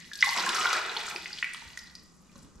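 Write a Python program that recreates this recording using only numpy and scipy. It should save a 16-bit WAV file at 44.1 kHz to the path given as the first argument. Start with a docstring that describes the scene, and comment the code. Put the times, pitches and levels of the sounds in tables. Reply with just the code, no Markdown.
"""In a tiled bathroom, water is tipped from a plastic cup into a second cup that floats in a bathtub,
and spills over into the bath. The pour starts with a loud plink, gurgles upward as the cup fills,
then thins to drips and soft lapping. Ringing bubbles make the plinks and the gurgle; shaped noise adds
wash and hiss. The tub walls answer at once and the room rings on."""
import sys
import numpy as np
from scipy import signal
from scipy.fft import rfft, irfft, next_fast_len
from scipy.io import wavfile
from scipy.ndimage import map_coordinates

SR = 44100
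rng = np.random.default_rng(int(sys.argv[2]) if len(sys.argv) > 2 else 0)


def wav_out(sig):
    """Save sig, one row per channel (or a flat mono array), as 16-bit PCM at SR to the path in sys.argv[1]."""
    wavfile.write(sys.argv[1], SR, np.round(np.clip(np.atleast_2d(sig).T, -1, 1) * 32767).astype(np.int16))


N = 114660  # length in samples (2.6 s)
TOP_HZ = 15900  # nothing sounds above this


def amp(db):
    """Turn decibels into a gain."""
    return 10 ** (np.asarray(db) / 20)


def unit(x):
    """Scale to an average (rms) strength of 1."""
    return x / np.sqrt(np.mean(x ** 2) + 1e-20)


def along(points, hz):
    """Read a curve of (Hz, value) points, with pitch on a log axis."""
    f, v = np.transpose(points)
    return np.interp(np.log(hz + 1), np.log(f + 1), v)


def curves(rows):
    """Draw each column after the time as a curve with one value per sample."""
    s, *columns = np.transpose(rows)
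    return [np.interp(np.arange(N) / SR, s, column) for column in columns]


def filtered(x, response):
    """Strengthen or weaken each frequency of x by a response."""
    m = next_fast_len(N + SR // 2)
    return irfft(rfft(x, m) * response(np.fft.rfftfreq(m, 1 / SR)), m)[..., :N]


def coloured(x, colour):
    """Filter x by a colour curve, then scale to rms 1."""
    return unit(filtered(x, lambda hz: amp(along(colour, hz))))


def noise(alike, size=N):
    """Stereo white noise; alike is the likeness of left and right, 1 for the same."""
    a, b = rng.standard_normal((2, size))
    u = np.arccos(np.clip(alike, -1, 1)) / 2
    left = np.cos(u) * a + np.sin(u) * b
    right = np.cos(u) * a - np.sin(u) * b
    return np.array([left, right])


BAND_ALIKE = 0.55  # left-right likeness


def band(centre_hz, width):
    """Stereo noise in one resonance, at rms 1; width is a share of the centre pitch."""
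    return unit(filtered(noise(BAND_ALIKE), lambda hz: 1 / (1 + ((hz / centre_hz - 1) / width) ** 2)))


def wobble(rate):
    """A smooth random curve through rate random points a second."""
    points = rng.standard_normal(int(N * rate / SR) + 4)
    return map_coordinates(points, [np.arange(N) * rate / SR])


def add(track, s, sound):
    """Mix a sound into a track at a time in seconds."""
    i = max(0, round(s * SR))
    part = track[..., i:i + sound.shape[-1]]
    part += sound[..., :part.shape[-1]]


SOFT_CYCLES = 0.87  # swell time of a bubble, in cycles


def ring(t, hz, life, rise):
    """A bubble: a dying sine whose pitch glides by the share rise in each life (life in seconds)."""
    glide = 1 + rise * np.minimum(t / life, 6) / 2
    swell = 1 - np.exp(-(t * hz / SOFT_CYCLES) ** 2)
    return np.sin(2 * np.pi * hz * t * glide) * np.exp(-t / life) * swell


SWARM_RISE = 0.031  # pitch rise per life
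WIDTH, WIDE_ABOVE_HZ = 0.56, 300  # small bubbles scatter widely; the large ones stay near the middle


def swarm(rate, centre_hz, spread, cycles, scatter_db, size):
    """Random bubbles, rate a second, scattered in pitch, strength and direction; stereo, rms 1."""
    count = int(rate * N / SR)
    u = rng.random((count, 5))
    start = (u[:, 0] * N).astype(int)
    pitch_scatter = np.exp(spread * np.log(u[:, 1] / (1 - u[:, 1])) / 2)
    hz = np.broadcast_to(centre_hz, N)[start] * pitch_scatter
    hz = np.clip(hz, 100, TOP_HZ)[:, None]
    life = cycles * (.5 + u[:, 2:3]) / hz  # half to one and a half times the given cycles
    waves = ring(np.arange(size) / SR, hz, life, SWARM_RISE)
    waves = waves * amp(scatter_db * np.minimum(-np.log(u[:, 3:4]), np.e))
    pan = WIDTH * hz / np.hypot(hz, WIDE_ABOVE_HZ) * (2 * u[:, 4:] - 1)
    at = (start[:, None] + np.arange(size)).ravel()
    sides = [np.bincount(at, (waves * (1 + side * pan)).ravel(), N)[:N] for side in (1, -1)]
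    return unit(np.array(sides))


def plink(t, hz, life, rise):
    """One bubble's ring; it radiates next to nothing far below its pitch."""
    highpass = signal.butter(3, hz / 2, "highpass", fs=SR, output="sos")
    return signal.sosfilt(highpass, ring(t, hz, life, rise))


def spattered(sound, level_db, life):
    """A sound followed by a dying cluster of weak random repeats."""
    t = np.arange(SR // 30) / SR
    fade = np.exp(-t / life) * (1 - np.exp(-t * 10 / life))
    hits = amp(level_db) * rng.standard_normal(len(t)) * fade
    return np.pad(sound, (0, len(t) - 1)) + signal.fftconvolve(sound, hits)


# Single air bubbles that ring as drops and the stream plunge in. Each row: start in seconds,
# starting pitch in Hz, level in dB, life in cycles, pitch rise per life as a share.
PLUNGE_BUBBLES = [(.1155, 1704, -32, 13, 0.018), (.1170, 1651, -46.5, 260, -0.0097),
                  (0.2261, 1954, -4.5, 7.6, 0.069), (.2385, 1163, -22, 8.2, -0.055),
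                  (.2690, 828, -30, 11, -0.034), (.3600, 1048, -22.5, 3.8, -0.046),
                  (0.363, 244, -41, 4, 0.016), (0.387, 473, -40.5, 3.2, 0.024),
                  (.3830, 1036, -26, 9.2, -0.011), (.4640, 1710, -20, 10.5, -0.048),
                  (.4660, 1047, -30, 21, -0.0035), (.4760, 336, -40, 5.7, .03), (0.483, 251, -42, 5.7, .03),
                  (.5480, 1306, -26, 22, 0.0052), (.5640, 1460, -22, 4, 0), (.5830, 1235, -22, 29, 0.0174),
                  (.6040, 1294, -24, 9.9, 0.018), (.6115, 2830, -15, 2, -0.018),
                  (.6450, 2170, -22, 10, .02), (.6503, 1244, -15.5, 5, -0.004),
                  (.6553, 1384, -8.5, 2.8, -0.005), (.6930, 1327, -22, 9.6, 0.012),
                  (.7033, 2300, -16, 3.2, 0.06), (.7100, 1450, -23, 2.4, 0.058),
                  (.7290, 1308, -20, 14.6, -0.029), (.7500, 1653, -21, 11.8, 0.0076),
                  (.7680, 1610, -32, 8, 0.033), (.7850, 1350, -26.5, 9.5, -0.0034),
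                  (.9650, 883, -26, 3.2, 0.025), (.9680, 434, -46.5, 5.8, 0.054),
                  (.9700, 4200, -22, 11.4, 0.022), (1.0800, 1300, -28, 5.5, 0.0014),
                  (1.1100, 2370, -30, 11, 0), (1.1460, 855, -29, 1.9, 0.037),
                  (1.1550, 390, -31.5, 2.2, -0.0036), (1.1612, 2420, -20.5, 3.9, 0.055),
                  (1.2580, 1970, -21, 2.4, 0.033), (1.4264, 1920, -9, 2.18, 0.019),
                  (1.4285, 2668, -18.5, 4.9, 0.014), (1.4439, 2230, -11.5, 2.4, 0.0071),
                  (1.5455, 1185, -29.5, 2.2, 0.016), (1.6200, 888, -42, 5.5, 0.028),
                  (1.7738, 1840, -24, 2.7, 0.014), (1.8320, 4820, -48.5, 37, 0.014),
                  (1.8720, 4240, -43.5, 15, -0.034), (2.2950, 2370, -55, 9, .02),
                  (2.3560, 1086, -44, 2.8, .02), (2.3580, 560, -52, 3, 0.013)]
# Sharp ticks of drops hitting water and plastic. Each row: start in seconds, pitch in Hz, level in dB.
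DROP_TICKS = [(0.1337, 3870, -19.5), (0.1547, 4320, -24), (0.19, 4500, -20.5), (.2079, 5100, -14.5),
              (0.211, 3550, -25), (0.215, 5340, -17), (.218, 6100, -23.5), (0.225, 3320, -5),
              (0.2909, 4670, -11), (.2965, 6200, -27), (.3324, 4750, -27), (.3635, 7060, -26),
              (0.3771, 5000, -16.5), (.385, 4770, -15), (0.3976, 4020, -11.5), (0.4024, 5300, -17.5),
              (0.461, 6800, -25), (0.4912, 3560, -8), (0.5464, 5720, -15), (.5660, 3960, -13.5),
              (0.587, 5400, -21), (0.598, 7900, -22), (0.6496, 4870, -19), (0.6683, 3280, -10),
              (0.7033, 3280, -19), (0.7287, 4000, -17), (0.7330, 4730, -14.5), (.85, 3240, -18.5),
              (0.8952, 3800, -18.5), (0.9657, 3270, -13.5), (0.971, 3660, -19), (0.9957, 4300, -27),
              (1.0110, 3430, -18.5), (1.0677, 6940, -25), (1.1611, 4800, -19), (1.1785, 3470, -30),
              (1.215, 3340, -26), (1.2578, 2535, -22), (1.33, 4570, -20.5), (1.3857, 3060, -19),
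              (1.3875, 4260, -22), (1.5357, 8670, -30), (1.5460, 3100, -18.5), (1.774, 8140, -42),
              (1.7905, 5000, -24), (1.8182, 3930, -37), (1.8974, 4030, -35), (1.953, 4760, -25),
              (1.9950, 5000, -37.5), (2.3570, 5980, -44), (2.4308, 7720, -42.5)]
# Bright snaps where a drop strikes flat. Each row: start in seconds, level in dB.
FLAT_SNAPS = [(0.1341, -37.5), (0.156, -37.5), (.2470, -32), (0.4627, -31), (0.492, -28), (0.5483, -32),
              (0.7299, -26.5), (1.0653, -48), (1.1000, -38), (1.444, -42.5), (1.5351, -42.5), (1.5460, -43),
              (1.7743, -38.5), (1.7928, -47.5), (1.9521, -47.5)]
# The tone of a snap. Each row: frequency in Hz, gain in dB.
SNAP_COLOUR = [(400, -50), (1500, -22), (3000, 3.5), (6000, 8.5), (9000, 1.5), (12000, -7), (15500, -22.5)]
SPLASH_DB, SPLASH_S = -24.5, 0.0068  # splash that roughens a one-cycle bubble (less on longer ones); its life
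TICK_LIFE_S, TICK_RISE = 0.00052, 0.021  # ring of a tick; pitch rise per life
SPATTER_DB, SPATTER_S = -20.5, 0.0042  # fine droplets thrown up after a tick; their life
SNAP_S = 0.0027  # life of a snap


def drops():
    """Large bubbles plink with a splash, hard drops tick and spatter, and the flattest hits snap."""
    out, snaps, t = np.zeros(N), np.zeros((2, N)), np.arange(SR // 8) / SR
    for s, hz, db, cycles, rise in PLUNGE_BUBBLES:
        bubble = plink(t, hz, cycles / hz, rise)
        add(out, s, amp(db) * spattered(bubble, SPLASH_DB - 10 * np.log10(cycles), SPLASH_S))
    for s, hz, db in DROP_TICKS:
        tick = plink(t, hz, TICK_LIFE_S, TICK_RISE)
        add(out, s, amp(db) * spattered(tick, SPATTER_DB, SPATTER_S))
    for s, db in FLAT_SNAPS:
        add(snaps, s, amp(db) * noise(0.74, size=len(t)) * np.exp(-t / SNAP_S))
    return out + filtered(snaps, lambda hz: amp(along(SNAP_COLOUR, hz)))


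# The stream in the cup. Each row: time in seconds, level of the bubbles in dB, pitch of the gurgle in Hz.
CUP_STREAM = [(.22, -86, 957), (.27, -42.5, 980), (.47, -43.5, 1072), (.53, -37, 1324), (.60, -42, 1284),
              (.77, -42.5, 1354), (.83, -50, 1442), (1.1, -57, 1422), (1.3, -99, 1410)]
GURGLE_RATE, GURGLE_CYCLES, GURGLE_WIDTH = 170, 6, 0.138  # bubbles a second; typical life; pitch spread
CUP_AIR_DB, CUP_AIR_RATE = -10, 42  # level of the air's note against the bubbles; how fast it wavers (per s)


def gurgle():
    """The bubbles and the air in the cup sound higher as it fills."""
    level_db, pitch_hz = curves(CUP_STREAM)
    phase = 2 * np.pi * np.cumsum(pitch_hz) / SR
    air = unit(wobble(CUP_AIR_RATE) * np.sin(phase) + wobble(CUP_AIR_RATE) * np.cos(phase))
    bubbles = swarm(GURGLE_RATE, pitch_hz, GURGLE_WIDTH, GURGLE_CYCLES, scatter_db=3.0, size=1600)
    return amp(level_db) * (bubbles + amp(CUP_AIR_DB) * air)


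# Water spilling into the bath. Each row: time in seconds, level of the bubbles in dB.
SPILL_LEVEL = [(.22, -90), (.33, -62), (.37, -35), (.52, -42.5), (.66, -37.5), (.77, -34.5), (.82, -43),
               (.90, -40.5), (.95, -50), (.97, -41), (1.05, -47.5), (1.15, -45.5), (1.22, -58.5),
               (1.45, -68.5), (1.8, -64), (2.1, -87), (2.29, -73.5), (2.6, -79)]
# The tone of the spill. Each row: frequency in Hz, relative gain in dB.
SPILL_TONE = [(100, -32.5), (170, -14), (250, -9.5), (310, -18), (380, -6), (550, -15), (740, 0.5),
              (900, -8), (1400, -0.5), (1900, 1.5), (2500, 4), (4000, -9.5), (9000, -45)]
SPILL_WASH_DB = -7.5  # smooth wash against the bubbles


def spill(surge_db):
    """The overflow churns bubbles of all sizes into the bath."""
    level_db, = curves(SPILL_LEVEL)
    bubbles = swarm(1500, 1396, spread=.85, cycles=3.07, scatter_db=2.5, size=1200)
    wash = amp(SPILL_WASH_DB) * coloured(noise(1.0), SPILL_TONE)
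    return amp(level_db + surge_db) * (coloured(bubbles, SPILL_TONE) + wash)


# The tone of the spray. Each row: frequency in Hz, relative gain in dB.
SPRAY_TONE = [(600, -31.5), (1800, -4.5), (3000, -5), (4300, -2.5), (6000, -5), (8000, -8), (10000, -19),
              (12500, -19.5), (15500, -34)]
# Fine spray and bursting foam, also followed by the pops. Each row: time in seconds, level in dB.
SPRAY_LEVEL = [(0, -53.5), (.11, -59.5), (.2, -47.5), (.25, -36.5), (.40, -37.5), (.52, -42.5), (.58, -38),
               (.74, -38.5), (.81, -47.5), (.95, -48), (1.0, -44), (1.05, -47.5), (1.09, -41),
               (1.14, -52.5), (1.25, -49), (1.4, -51.5), (1.48, -55), (1.7, -56.5), (1.87, -62),
               (2.15, -82.5), (2.3, -71.5), (2.38, -63.5), (2.6, -87)]
CLUMP_DB, CLUMP_RATE = 1.6, 160  # droplets land in clumps: depth; random points per second
PING_DB, SPRAY_HISS_DB = -3, -7.5  # pings against crackle; hiss against both


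def spray(surge_db):
    """Tiny droplets crackle in clumps and tiny bubbles ping over a soft hiss."""
    level_db, = curves(SPRAY_LEVEL)
    droplets = swarm(1300, 5970, spread=.6, cycles=0.92, scatter_db=4.8, size=300)
    pings = swarm(420, 3800, spread=0.575, cycles=3.5, scatter_db=2.0, size=600)
    clumps = amp(CLUMP_DB * wobble(CLUMP_RATE))
    grains = unit(clumps * (droplets + amp(PING_DB) * pings))
    hiss = amp(SPRAY_HISS_DB) * coloured(noise(0.15), SPRAY_TONE)
    return amp(level_db + surge_db) * (coloured(grains, SPRAY_TONE) + hiss)


# The tone of the pops. Each row: frequency in Hz, relative gain in dB.
POP_TONE = [(1000, -42.5), (3000, -9), (5500, 1), (9000, -5.5), (12500, -1), (15500, -15.5)]
POP_DB, POP_FLOOR_DB = -13, -76  # level against the spray; steady level of the foam left on the bath


def pops():
    """Single tiny bubbles burst with needle-sharp pops, and go on after the pour."""
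    level_db, = curves(SPRAY_LEVEL)
    grains = swarm(200, 7570, spread=0.41, cycles=1.05, scatter_db=5.0, size=200)
    return (amp(level_db + POP_DB) + amp(POP_FLOOR_DB)) * coloured(grains, POP_TONE)


# Ripples that slap under the float. Each row: start in seconds, pitch in Hz, level in dB.
RIPPLES = [(0.23, 71, -41), (1.653, 70.5, -39.5), (2.322, 199.6, -49.5), (2.356, 234.6, -40),
           (2.383, 150, -45), (2.428, 254, -48), (2.447, 274, -50), (2.458, 62, -52), (2.551, 52.5, -38),
           (2.581, 55, -38.5)]
LAP_LIFE_S, SLOSH_S = 0.0149, 0.031  # life of the low ring; life of the slosh
SLOSH_DB, SLOSH_HZ = -18.5, 1130  # the wet upper part of the slosh
THUD_DB, THUD_HZ = -5.5, 181.5  # the low part of the slosh


def lapping():
    """Each ripple gives a low thud; the higher its pitch, the more it sloshes."""
    out, wet, t = np.zeros(N), np.zeros(N), np.arange(SR // 4) / SR
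    for s, hz, db in RIPPLES:
        add(out, s, amp(db) * ring(t, hz, LAP_LIFE_S, 0))
        add(wet, s, amp(db) * hz / (hz + 200) * np.exp(-t / SLOSH_S))
    slosh = amp(SLOSH_DB) * band(SLOSH_HZ, width=0.53)
    thud = amp(THUD_DB) * band(THUD_HZ, width=0.47)
    return out + wet * (slosh + thud)


# Nearby tub walls. Each row: echo delay in seconds, gain on the left, gain on the right.
TUB_WALLS = [(.00205, 0.3, 0.37), (.0035, 0.13, 0.08), (.0056, 0.11, 0.17), (.0083, 0.18, 0.06)]


def tub(x):
    """Add the quick echoes of the tub walls, each a delayed, weaker copy."""
    out = x.copy()
    for s, left, right in TUB_WALLS:
        echo = filtered(x, lambda hz: np.exp(-2j * np.pi * hz * s))
        out += echo * np.array([[left], [right]])
    return out


# How long the room rings. Each row: frequency in Hz, time in seconds to die away by 60 dB.
ROOM_RING = [(100, 1), (500, .75), (1300, 0.89), (2000, 0.75), (3000, 0.69), (5000, 0.61), (12000, 0.35)]
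TAIL_ALIKE = .68  # left-right likeness of the room's tail
ROOM_BUILD_S, ROOM_SHIFT_S = 0.007, 0.298  # the tail builds up; seconds from one random tail pattern to the next


def room(x):
    """The tiled room's tail: each frequency dies at its own speed; random tail patterns crossfade."""
    out, knots = np.zeros((2, N)), np.arange(N) / SR / ROOM_SHIFT_S
    for k in range(int(knots[-1]) + 2):
        hz, t, z = signal.stft(noise(TAIL_ALIKE, size=SR), SR, nperseg=256)
        decay = amp(-60 * t / along(ROOM_RING, hz)[:, None])
        tail = signal.istft(z * decay, SR, nperseg=256)[1]
        tail = tail * (1 - np.exp(-np.arange(tail.shape[1]) / SR / ROOM_BUILD_S))
        share = np.sin(np.pi / 2 * np.maximum(0, 1 - abs(knots - k)))  # fade from one pattern to the next
        out += signal.fftconvolve(x * share, tail / np.linalg.norm(tail[0]), axes=1)[:, :N]
    return out


EARLIER_HZ, EARLIER_DB, EARLIER_T60 = 1980, -52, 0.59  # pitch; starting level; seconds to fall 60 dB


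def earlier_drip():
    """The room still rings from an earlier drip: a narrow band of noise dying away."""
    fade = amp(EARLIER_DB - 60 * np.arange(N) / SR / EARLIER_T60)
    return fade * band(EARLIER_HZ, width=0.083)


# The tone of the quiet background. Each row: frequency in Hz, relative gain in dB.
BACKGROUND_TONE = [(25, -3), (45, -8), (70, 0), (110, -11), (175, 3.5), (280, -7.5), (500, -14.5),
                   (800, -20), (1200, -12), (2000, -34.5), (3500, -32), (7000, -19.5), (12000, -43.5),
                   (15500, -54.5)]


def background():
    """A steady, quiet noise, mostly low, under everything."""
    return amp(-59) * coloured(noise(0.52), BACKGROUND_TONE)


SURGE_DB, SURGE_RATE = 1.5, 86  # the stream breaks into lumps: depth; random points per second
ROOM_DB = -7  # room tail against the water


def scene():
    """All the water in the tub and room, over a quiet background."""
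    surge_db = SURGE_DB * wobble(SURGE_RATE)  # spill and spray surge together
    water = tub(gurgle() + spill(surge_db) + spray(surge_db) + pops() + drops() + lapping())
    return water + amp(ROOM_DB) * room(water) + earlier_drip() + background()


MIC_LAG_S = .000017  # the right port hears the sound first


def record(dry):
    """Two close microphone ports lift the treble near 12.5 kHz, dull the very top and cut at the band limit."""
    def response(hz):
        lag = np.exp(-1j * np.pi * hz * MIC_LAG_S * np.array([[1], [-1]]))
        tone = amp(along([(8000, 0.5), (12500, 4.0), (15500, -5)], hz))  # (Hz, dB)
        return lag * tone * (hz < TOP_HZ)
    return filtered(dry, response)


dry = scene()
out = record(dry)
wav_out(out)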